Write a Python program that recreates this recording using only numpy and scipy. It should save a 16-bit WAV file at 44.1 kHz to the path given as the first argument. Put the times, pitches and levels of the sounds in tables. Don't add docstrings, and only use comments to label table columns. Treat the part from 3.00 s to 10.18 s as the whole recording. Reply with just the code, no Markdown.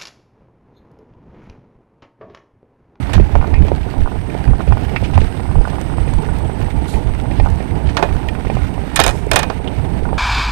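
import sys
import numpy as np
from scipy import signal
from scipy.io import wavfile
from scipy.ndimage import uniform_filter1d

SR = 44100
rng = np.random.default_rng(int(sys.argv[2]) if len(sys.argv) > 2 else 0)


def unload_audio(sound):
    columns = np.transpose(np.atleast_2d(sound))
    steps = np.round(np.clip(columns, -1, 1) * 32767)
    wavfile.write(sys.argv[1], SR, steps.astype(np.int16))


N = 316638


def amp(db):
    return np.exp(np.asarray(db) * np.log(10) / 20)


def unit_rms(x):
    return x / np.sqrt(np.mean(x ** 2) + 1e-20)


def curves(rows):
    time_s, *columns = np.transpose(rows)
    return [np.interp(np.arange(N) / SR, time_s, column) for column in columns]


def band(x, low_hz, high_hz):
    sos = signal.butter(2, [low_hz, min(high_hz, .45 * SR)], "band", fs=SR, output="sos")
    return signal.sosfilt(sos, x)


def drift(rate_hz):
    step = 40
    pole = np.exp(-2 * np.pi * rate_hz * step / SR)
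    slow = signal.lfilter([1], [1, -2 * pole, pole * pole], rng.standard_normal(N // step + 2002))[2000:]
    return np.interp(np.arange(N) / step, np.arange(len(slow)), unit_rms(slow))


def ring(drive, hz, t60_s):
    r, w = amp(-60 / (t60_s * SR)), 2 * np.pi * hz / SR
    return signal.lfilter([0, np.sin(w)], [1, -2 * r * np.cos(w), r * r], drive + 1e-18)


def coloured(noises, spectrum, flicker_db):
    hz, level_db = np.transpose(spectrum)
    edges_hz = hz[0] * 2 ** np.arange(0, np.log2(hz[-1] / hz[0]), 1 / 3)
    out, together = 0, drift(19)
    for k, low_hz in enumerate(edges_hz):
        gain_db = np.interp(np.log(low_hz * 2 ** (1 / 6)), np.log(hz), level_db)
        wander_db = flicker_db * (2.18 * together + drift(13))
        out += amp(gain_db + wander_db) * band(noises[k % 2], low_hz, low_hz * 2 ** (1 / 3))
    return unit_rms(out)


def evened(x, window):
    envelope = np.sqrt(uniform_filter1d(x ** 2, size=window) + 0.016 * np.mean(x ** 2))
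    return unit_rms(x / envelope ** 0.84)


def bursts(starts_s, gains, t60s):
    out = np.zeros(N)
    for start_s, gain, t60_s in zip(starts_s, gains, t60s):
        start = round(start_s * SR)
        t = np.arange(min(N - start, SR // 5)) / SR
        out[start:start + len(t)] += gain * (1 - np.exp(-t / 0.00078)) * amp(-60 * t / max(t60_s, .003))
    return out


def swell(start_s, attack_s, hold_s, t60_s, level_db):
    out, start = np.zeros(N), round(start_s * SR)
    t = np.arange(min(N - start, round((attack_s + hold_s + t60_s) * SR))) / SR
    fade_db = 60 * np.maximum(t - attack_s - hold_s, 0) / t60_s
    out[start:start + len(t)] = np.minimum(t / attack_s, 1) * amp(level_db - fade_db)
    return out


# time_s, level_db, throb_depth (0-1)
INSECT_LEVELS = [(0.0, -50, 0.34), (0.2, -60.5, 0.42), (1.4, -50.5, 0), (1.8, -55, 0.44), (2.3, -50, 0.43),
                 (2.7, -51, 0.42), (3.0, -50.5, 0.64), (3.7, -55.5, 0.8), (3.95, -52.5, 0.43),
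                 (5.2, -52.5, 0.3), (7.18, -52.5, 0.3)]
# pitch_hz, width_hz, gain_db, lag_rad
WING_RESONANCES = [(7980, 260, -6, 5), (8290, 210, -2, -0.1), (8540, 250, -7, .5), (8790, 250, -5.5, 2.5),
                   (9090, 260, -5, 5)]


def insects(throb_hz=21):
    level_db, depth = curves(INSECT_LEVELS)
    phase = 2 * np.pi * throb_hz * np.arange(N) / SR + 2.8 * drift(1)
    choir = 0
    for hz, width_hz, gain_db, lag_rad in WING_RESONANCES:
        throb = amp(11 * depth * np.sin(phase - lag_rad + 0.85 * drift(4.4)))
        narrowing = amp(-9 * (1 - depth) * abs(hz - 8700) / 500)
        rasp = band(rng.standard_normal(N), hz - width_hz / 2, hz + width_hz / 2)
        choir += amp(gain_db) * narrowing * throb * rasp
    return amp(level_db) * unit_rms(choir)


def cricket(pitch_hz=5060):
    chirp = band(rng.standard_normal(N), pitch_hz - 60, pitch_hz + 60) * amp(3 * drift(15))
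    return swell(start_s=1.75, attack_s=.15, hold_s=1.05, t60_s=.4, level_db=-61) * unit_rms(chirp)


# time_s, drone_db, gravel_db
ROLLING_LEVELS = [(0.0, -25.5, -35.5), (0.3, -22, -39), (1.25, -24.5, -40), (1.9, -20.5, -36.5),
                  (2.4, -23.5, -38.5), (3.3, -22.5, -38), (4.4, -21, -39.5), (5.4, -22, -38),
                  (6.1, -23.5, -38.5), (7.18, -20.5, -39)]
# frequency_hz, density_db
FRAME_SPECTRUM = [(59, -1), (100, -9), (155, -7), (239, -14.5), (274, -11), (323, -15.5), (426, -17),
                  (457, -32), (550, -23), (663, -21.5), (807, -15.5), (928, -34), (1600, -52)]
# frequency_hz, density_db
GRAVEL_SPECTRUM = [(600, -3), (950, -9), (1300, -2.5), (1900, -3), (2500, -5.5), (3200, -11), (4600, -17),
                   (6400, -24.5), (9500, -28), (15500, -33)]


def rolling():
    drone_db, gravel_db = curves(ROLLING_LEVELS)
    drone = coloured(rng.standard_normal((2, N)), FRAME_SPECTRUM, flicker_db=.9)
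    struck = rng.random((2, N)) < 700 * amp(3 * drift(25)) / SR
    force = amp(7.7 * np.minimum(rng.exponential(1, (2, N)), 5))
    crunch = signal.lfilter([1], [1, -.985], struck * force)
    stones = rng.standard_normal((2, N)) * (1 + .5 * unit_rms(crunch))
    return amp(drone_db) * drone + amp(gravel_db) * coloured(stones, GRAVEL_SPECTRUM, flicker_db=.7)


def cloth_brush():
    rub = rng.standard_normal(N)
    broad = unit_rms(band(band(rub, 2500, 10800), 2000, 13000))
    cloth = (broad + 0.51 * unit_rms(band(rub, 3600, 4800))) * amp(2 * drift(43))
    return swell(start_s=3.868, attack_s=.02, hold_s=.025, t60_s=.4, level_db=-39.5) * cloth


# start_s, level_db
TICK_TIMES = [(2.813, -16), (3.1373, -19), (3.277, -28), (3.3853, -23), (4.2128, -26), (4.502, -22),
              (4.558, -25), (5.1517, -28), (5.2847, -18), (5.948, -27), (6.266, -28)]


def ticks():
    start_s, level_db = np.transpose(TICK_TIMES)
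    envelope = bursts(start_s, amp(level_db), t60s=np.full(len(start_s), .008))
    return band(envelope * rng.standard_normal(N), 2700, 10200)


# start_s, attack_s, hold_s, t60_s, level_db
FITTING_RATTLES = [(0.141, .005, 0.024, 0.13, -35), (0.68, 0.0025, 0.0067, 0.046, -35.5),
                   (2.033, .008, 0.017, .1, -33), (2.13, 0.0074, .015, .1, -35),
                   (2.201, .003, 0.014, 0.14, -36), (4.36, .01, 0.029, 0.082, -38.5),
                   (4.85, 0.025, 0.025, 0.13, -33.5), (5.437, .01, .03, .1, -59)]


def rattles():
    chatter = band(rng.standard_normal(N), 1130, 3470) * amp(3.5 * drift(110))
    return sum(swell(*row) for row in FITTING_RATTLES) * unit_rms(chatter)


# start_s, level_db, pitch_hz, t60_s
FITTING_CLANKS = [(0.542, -31.5, 2340, 0.42), (1.963, -16.5, 2360, 0.062), (2.045, -27, 2650, 0.074),
                  (5.286, -23.5, 3040, 0.033), (6.675, -18.5, 3190, 0.035)]


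def clanks():
    out, noise = 0, rng.standard_normal(N)
    for start_s, level_db, pitch_hz, t60_s in FITTING_CLANKS:
        resonance = unit_rms(band(noise, .9 * pitch_hz, 1.1 * pitch_hz))
        out += bursts([start_s], [amp(level_db)], [t60_s]) * resonance
    return out


# start_s, crack_db, thud_re_crack_db, snap_re_crack_db, crack_t60_s
CATCH_CLACKS = [(0.132, -15.5, -1.5, -4.5, 0.13), (4.9678, -6.5, -2.5, -44, 0.047),
                (4.99, -24, 10, -30, 0.054), (5.025, -13.5, 13, -32, 0.042), (5.9591, -6.5, -29, 5, 0.09),
                (5.9723, -18, 1, -6, 0.03), (5.9911, -1.5, 2.5, -10, 0.043), (5.9997, 3.5, -14, 8.5, 0.028),
                (6.013, -8.5, -24, -24, 0.066), (6.037, -8, -6.5, 4.5, 0.078), (6.0633, -8, 0, 8, 0.041),
                (6.078, -12, -2, 11, 0.04), (6.0907, -13, -5.5, 3, 0.03), (6.098, -21, -16, 6, 0.039),
                (6.1074, -27, 5, 11, 0.039), (6.314, -2, -3, 3, 0.033), (6.332, -14.5, 2, 0, 0.12),
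                (6.3586, 0, -6.5, 2, 0.067), (6.3902, -10.5, -16, 1.5, 0.077),
                (6.4204, -25, -4, -16, 0.036), (6.4301, -8.5, -2, -2, 0.031),
                (6.4991, -18.5, 10, -26, 0.031)]
# pitch_hz, gain_db, t60_s
CATCH_MODES = [(433, -8, 0.072), (720, 8, 0.015), (870, -17, 0.15), (1590, -40, 0.017), (1785, -4, 0.036),
               (1875, 2, 0.055), (2480, -5.5, 0.14), (3700, -11, 0.017), (5150, -6, 0.049),
               (6270, -13, 0.1), (7930, -6, .015), (8400, -7, 0.0073), (8730, 2, 0.0051), (9150, -5, .02),
               (12200, -15, .07)]


def console_catch():
    start_s, crack_db, thud_db, snap_db, t60_s = np.transpose(CATCH_CLACKS)
    thud = bursts(start_s, amp(crack_db + thud_db), 2.29 * t60_s) * rng.standard_normal(N)
    crack = bursts(start_s, amp(crack_db), t60_s) * rng.standard_normal(N)
    snap = bursts(start_s, amp(crack_db + snap_db), 0.33 * t60_s) * rng.standard_normal(N)
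    out = amp(8.5) * band(thud, 330, 1020) + amp(5) * band(crack, 990, 3470)
    out += amp(-2) * band(snap, 5500, 10000)
    for hz, gain_db, ring_s in CATCH_MODES:
        drive = thud if hz < 1000 else crack if hz < 5000 else snap + .1 * crack
        out += amp(gain_db - 34) * ring(drive, hz, ring_s)
    noise = rng.standard_normal(N)
    hiss = unit_rms(band(noise, 5700, 9800)) + .5 * unit_rms(band(noise, 5150, 5700))
    return out + swell(start_s=6.08, attack_s=.03, hold_s=.07, t60_s=.3, level_db=-46) * hiss


def jiggles(per_s=18, level_db=-31):
    gap, force, pitch, jingle = rng.random((400, 4)).T
    start_s = np.cumsum(-np.log(1 - gap)) / per_s
    centre_hz = 420 * 2 ** (1.456 * pitch)
    rows = np.transpose([start_s, level_db + 9 * (force - .5), centre_hz, -30 + 14 * jingle])
    return list(rows[start_s < N / SR])


# start_s, level_db, centre_hz, fittings_re_level_db
GEAR_KNOCKS = [(0.179, -17.5, 715, -24), (0.197, -8.5, 385, -21), (0.353, -10.5, 785, -24),
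               (0.361, -16.5, 560, -30), (0.412, -26, 900, -8), (0.426, -22.5, 885, -25),
               (0.443, -18.5, 875, -20), (0.539, -23.5, 800, -3.5), (0.649, -20.5, 414, -38),
               (0.683, -24.5, 676, -11), (0.716, -7.5, 460, -35), (1.059, -24.5, 990, -33),
               (1.074, -22, 870, -36), (1.297, -35, 406, 0), (1.349, -17.5, 560, -35),
               (1.476, -23, 880, -13), (1.533, -21, 800, -33), (1.605, -20, 910, -23),
               (1.675, -19, 447, -13), (1.723, -16.5, 905, -14), (1.771, -21.5, 810, -19),
               (1.918, -22, 516, -33), (1.961, -21.5, 1000, 0), (2.025, -18.5, 580, -24),
               (2.135, -25.5, 789, -13), (2.177, -10, 820, -25), (2.216, -20, 407, -21),
               (2.396, -23, 705, -18), (2.555, -20.5, 686, -30), (2.611, -21.5, 560, -35),
               (2.652, -21.5, 1410, -29), (2.674, -19.5, 786, -28), (2.732, -24, 816, -32),
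               (2.982, -23, 840, -15), (3.075, -20, 390, -13.5), (3.938, -24, 573, -7.5),
               (4.311, -17, 404, -13), (4.398, -13.5, 620, -12.5), (4.46, -18, 920, -43),
               (4.472, -23.5, 900, -40), (4.603, -18.5, 457, -15.5), (4.889, -36, 490, 3),
               (5.088, -29.5, 810, -5), (5.285, -28.5, 570, 4.5), (5.349, -38, 930, 3),
               (5.449, -23.5, 754, -15), (5.468, -25, 472, -8), (5.499, -16.5, 620, -12.5),
               (5.568, -18, 700, -15), (6.267, -14.5, 390, -39), (7.023, -24, 423, -33),
               (7.089, -27, 910, -11), (7.129, -16.5, 706, -32)]
# pitch_hz, gain_db
PANEL_MODES = [(330, 2.5), (410, 8), (490, 2.5), (580, 1.5), (680, -3), (790, 6), (900, 2), (1030, 1),
               (1200, 2), (1450, 8.5), (1700, -16)]
# pitch_hz, gain_db
FITTING_MODES = [(1850, 4.5), (2100, 2), (2400, 4), (2650, -0.5), (2950, -13), (3300, -7.5), (3750, -15),
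                 (4300, -11), (5000, -12.5)]


def gear_knocks(panel_t60_s=0.029):
    panel_hz, panel_db = np.transpose(PANEL_MODES)
    fitting_hz, fitting_db = np.transpose(FITTING_MODES)
    hz = np.concatenate([panel_hz, fitting_hz])[:, None]
    is_metal = hz > 1750
    scatter_rad = np.where(is_metal, 3, .7)
    t60_s = panel_t60_s * np.where(is_metal, 1.5, 1)
    blows = list(GEAR_KNOCKS) + jiggles()
    out, t = np.zeros(N + SR // 5), np.arange(SR // 20) / SR
    for start_s, level_db, centre_hz, jingle_db in blows:
        level_luck, phase_luck = rng.standard_normal((2, len(hz), 1))
        tock_db = panel_db - 18 * np.log2(panel_hz / centre_hz) ** 2
        mode_db = np.concatenate([tock_db, fitting_db + jingle_db])[:, None] + 1.2 * level_luck
        rise_s = 1.078 / centre_hz
        envelope = (1 - np.exp(-2 * t / rise_s)) ** 2 * amp(-60 * t / t60_s)
        modes = np.sin(2 * np.pi * hz * (t - rise_s) + scatter_rad * phase_luck)
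        start = round(start_s * SR)
        out[start:start + len(t)] += np.sum(amp(level_db + mode_db) * envelope * modes, axis=0)
    return out[:N]


def jolts(peak_s, level_db, hold_s, rise_db_per_s=800, fall_db_per_s=380):
    step = 64
    t = np.arange(0, N + step, step) / SR - peak_s[:, None]
    below_db = rise_db_per_s * np.maximum(-t, 0) + fall_db_per_s * np.maximum(t - hold_s[:, None], 0)
    power = np.sum(amp(level_db[:, None] - below_db) ** 2, axis=0)
    return np.interp(np.arange(N) / step, np.arange(len(power)), np.sqrt(power))


# peak_s, level_db, hold_s, heave_re_level_db
TRACK_BUMPS = [(0.0, -11.5, 0.0067, -18), (0.163, -3, 0.046, -4), (0.339, -9, 0.055, -1.5),
               (0.518, -9.5, 0.027, -2), (0.596, -2.5, 0.017, -3), (0.719, -16, 0.023, -16),
               (0.985, -10.5, 0.048, 0.5), (1.183, -21, 0.015, -8), (1.483, -3.5, 0.027, -2),
               (1.686, -7, 0.035, -6), (1.865, -19.5, 0.018, -5), (2.02, -14.5, 0.014, -8),
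               (2.159, -5, 0.022, -18), (2.196, -11.5, 0.043, -1.5), (2.488, -15, 0.015, -10),
               (2.564, -3.5, 0.023, -1), (2.984, -13, 0.037, -4), (3.14, -12, 0.032, -1.5),
               (3.278, -15, 0.026, -4), (3.605, -19, 0.057, -6), (3.764, -14, 0.011, -19),
               (3.945, -14.5, 0.017, -2), (4.04, -16.5, .07, -2.5), (4.276, -17.5, 0.1, -18),
               (4.388, -8.5, 0.044, -1.5), (4.509, -13, .02, -10), (4.713, -14, 0.028, -20),
               (4.853, -11, 0.026, -11), (5.113, -14, 0.046, -4), (5.543, -14, 0.034, -17),
               (5.624, -12, 0.015, -10), (5.772, -21, .02, -0.5), (6.067, -16, 0.037, -6),
               (6.306, -33, 0.019, 1), (6.79, -13, 0.015, -19), (6.93, -18.5, 0.014, -4),
               (7.006, -19, 0.026, 0.5)]
# frequency_hz, density_db
BOOM_SPECTRUM = [(8.8, -0.5), (15, -4), (38, -2), (59, 2), (89, 0.5), (200, -17), (260, -102)]


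def hull_boom(split_hz=48, heave_lag_s=0.0096):
    peak_s, level_db, hold_s, heave_db = np.transpose(TRACK_BUMPS)
    swing = coloured(rng.standard_normal((2, N)), BOOM_SPECTRUM, flicker_db=-0.5)
    heave = signal.sosfilt(signal.butter(4, split_hz, fs=SR, output="sos"), swing)
    shake = signal.sosfilt(signal.butter(4, split_hz, "high", fs=SR, output="sos"), swing)
    ruts = amp(-27 + 3.5 * drift(9.7))
    shake_share = 1 - np.minimum(amp(heave_db) ** 2, .9)
    shake_gain = np.hypot(jolts(peak_s, level_db + 10 * np.log10(shake_share), hold_s), ruts)
    heave_gain = np.hypot(jolts(peak_s + heave_lag_s, level_db + heave_db, hold_s), amp(-2.5) * ruts)
    return heave_gain * evened(heave, window=1500) + shake_gain * evened(shake, window=800)


def scene():
    boat = hull_boom() + rolling() + gear_knocks() + clanks() + rattles() + console_catch()
    heard = boat + ticks() + cloth_brush() + insects() + cricket()
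    return np.array([np.zeros(N), heard])


def record(dry):
    mic_gain_db, hiss_db, leak_db = 3, -63, -47.5
    leak_hz, cutoff_hz = 40, 15600
    live = amp(mic_gain_db) * dry[1]
    bass = band(np.clip(live, -1.5, 1.5), 10, 160)
    pole = np.exp(-2 * np.pi * leak_hz / SR)
    leak = signal.lfilter([pole - 1], [1, -pole], bass)
    idle = amp(leak_db) * leak + amp(hiss_db) * rng.standard_normal(N)
    both = np.array([idle, np.clip(live, -1, 1)])
    steep_lowpass = signal.ellip(14, .05, 60, cutoff_hz, fs=SR, output="sos")
    return np.clip(signal.sosfilt(steep_lowpass, both), -1, 1)


dry = scene()
out = record(dry)
unload_audio(out)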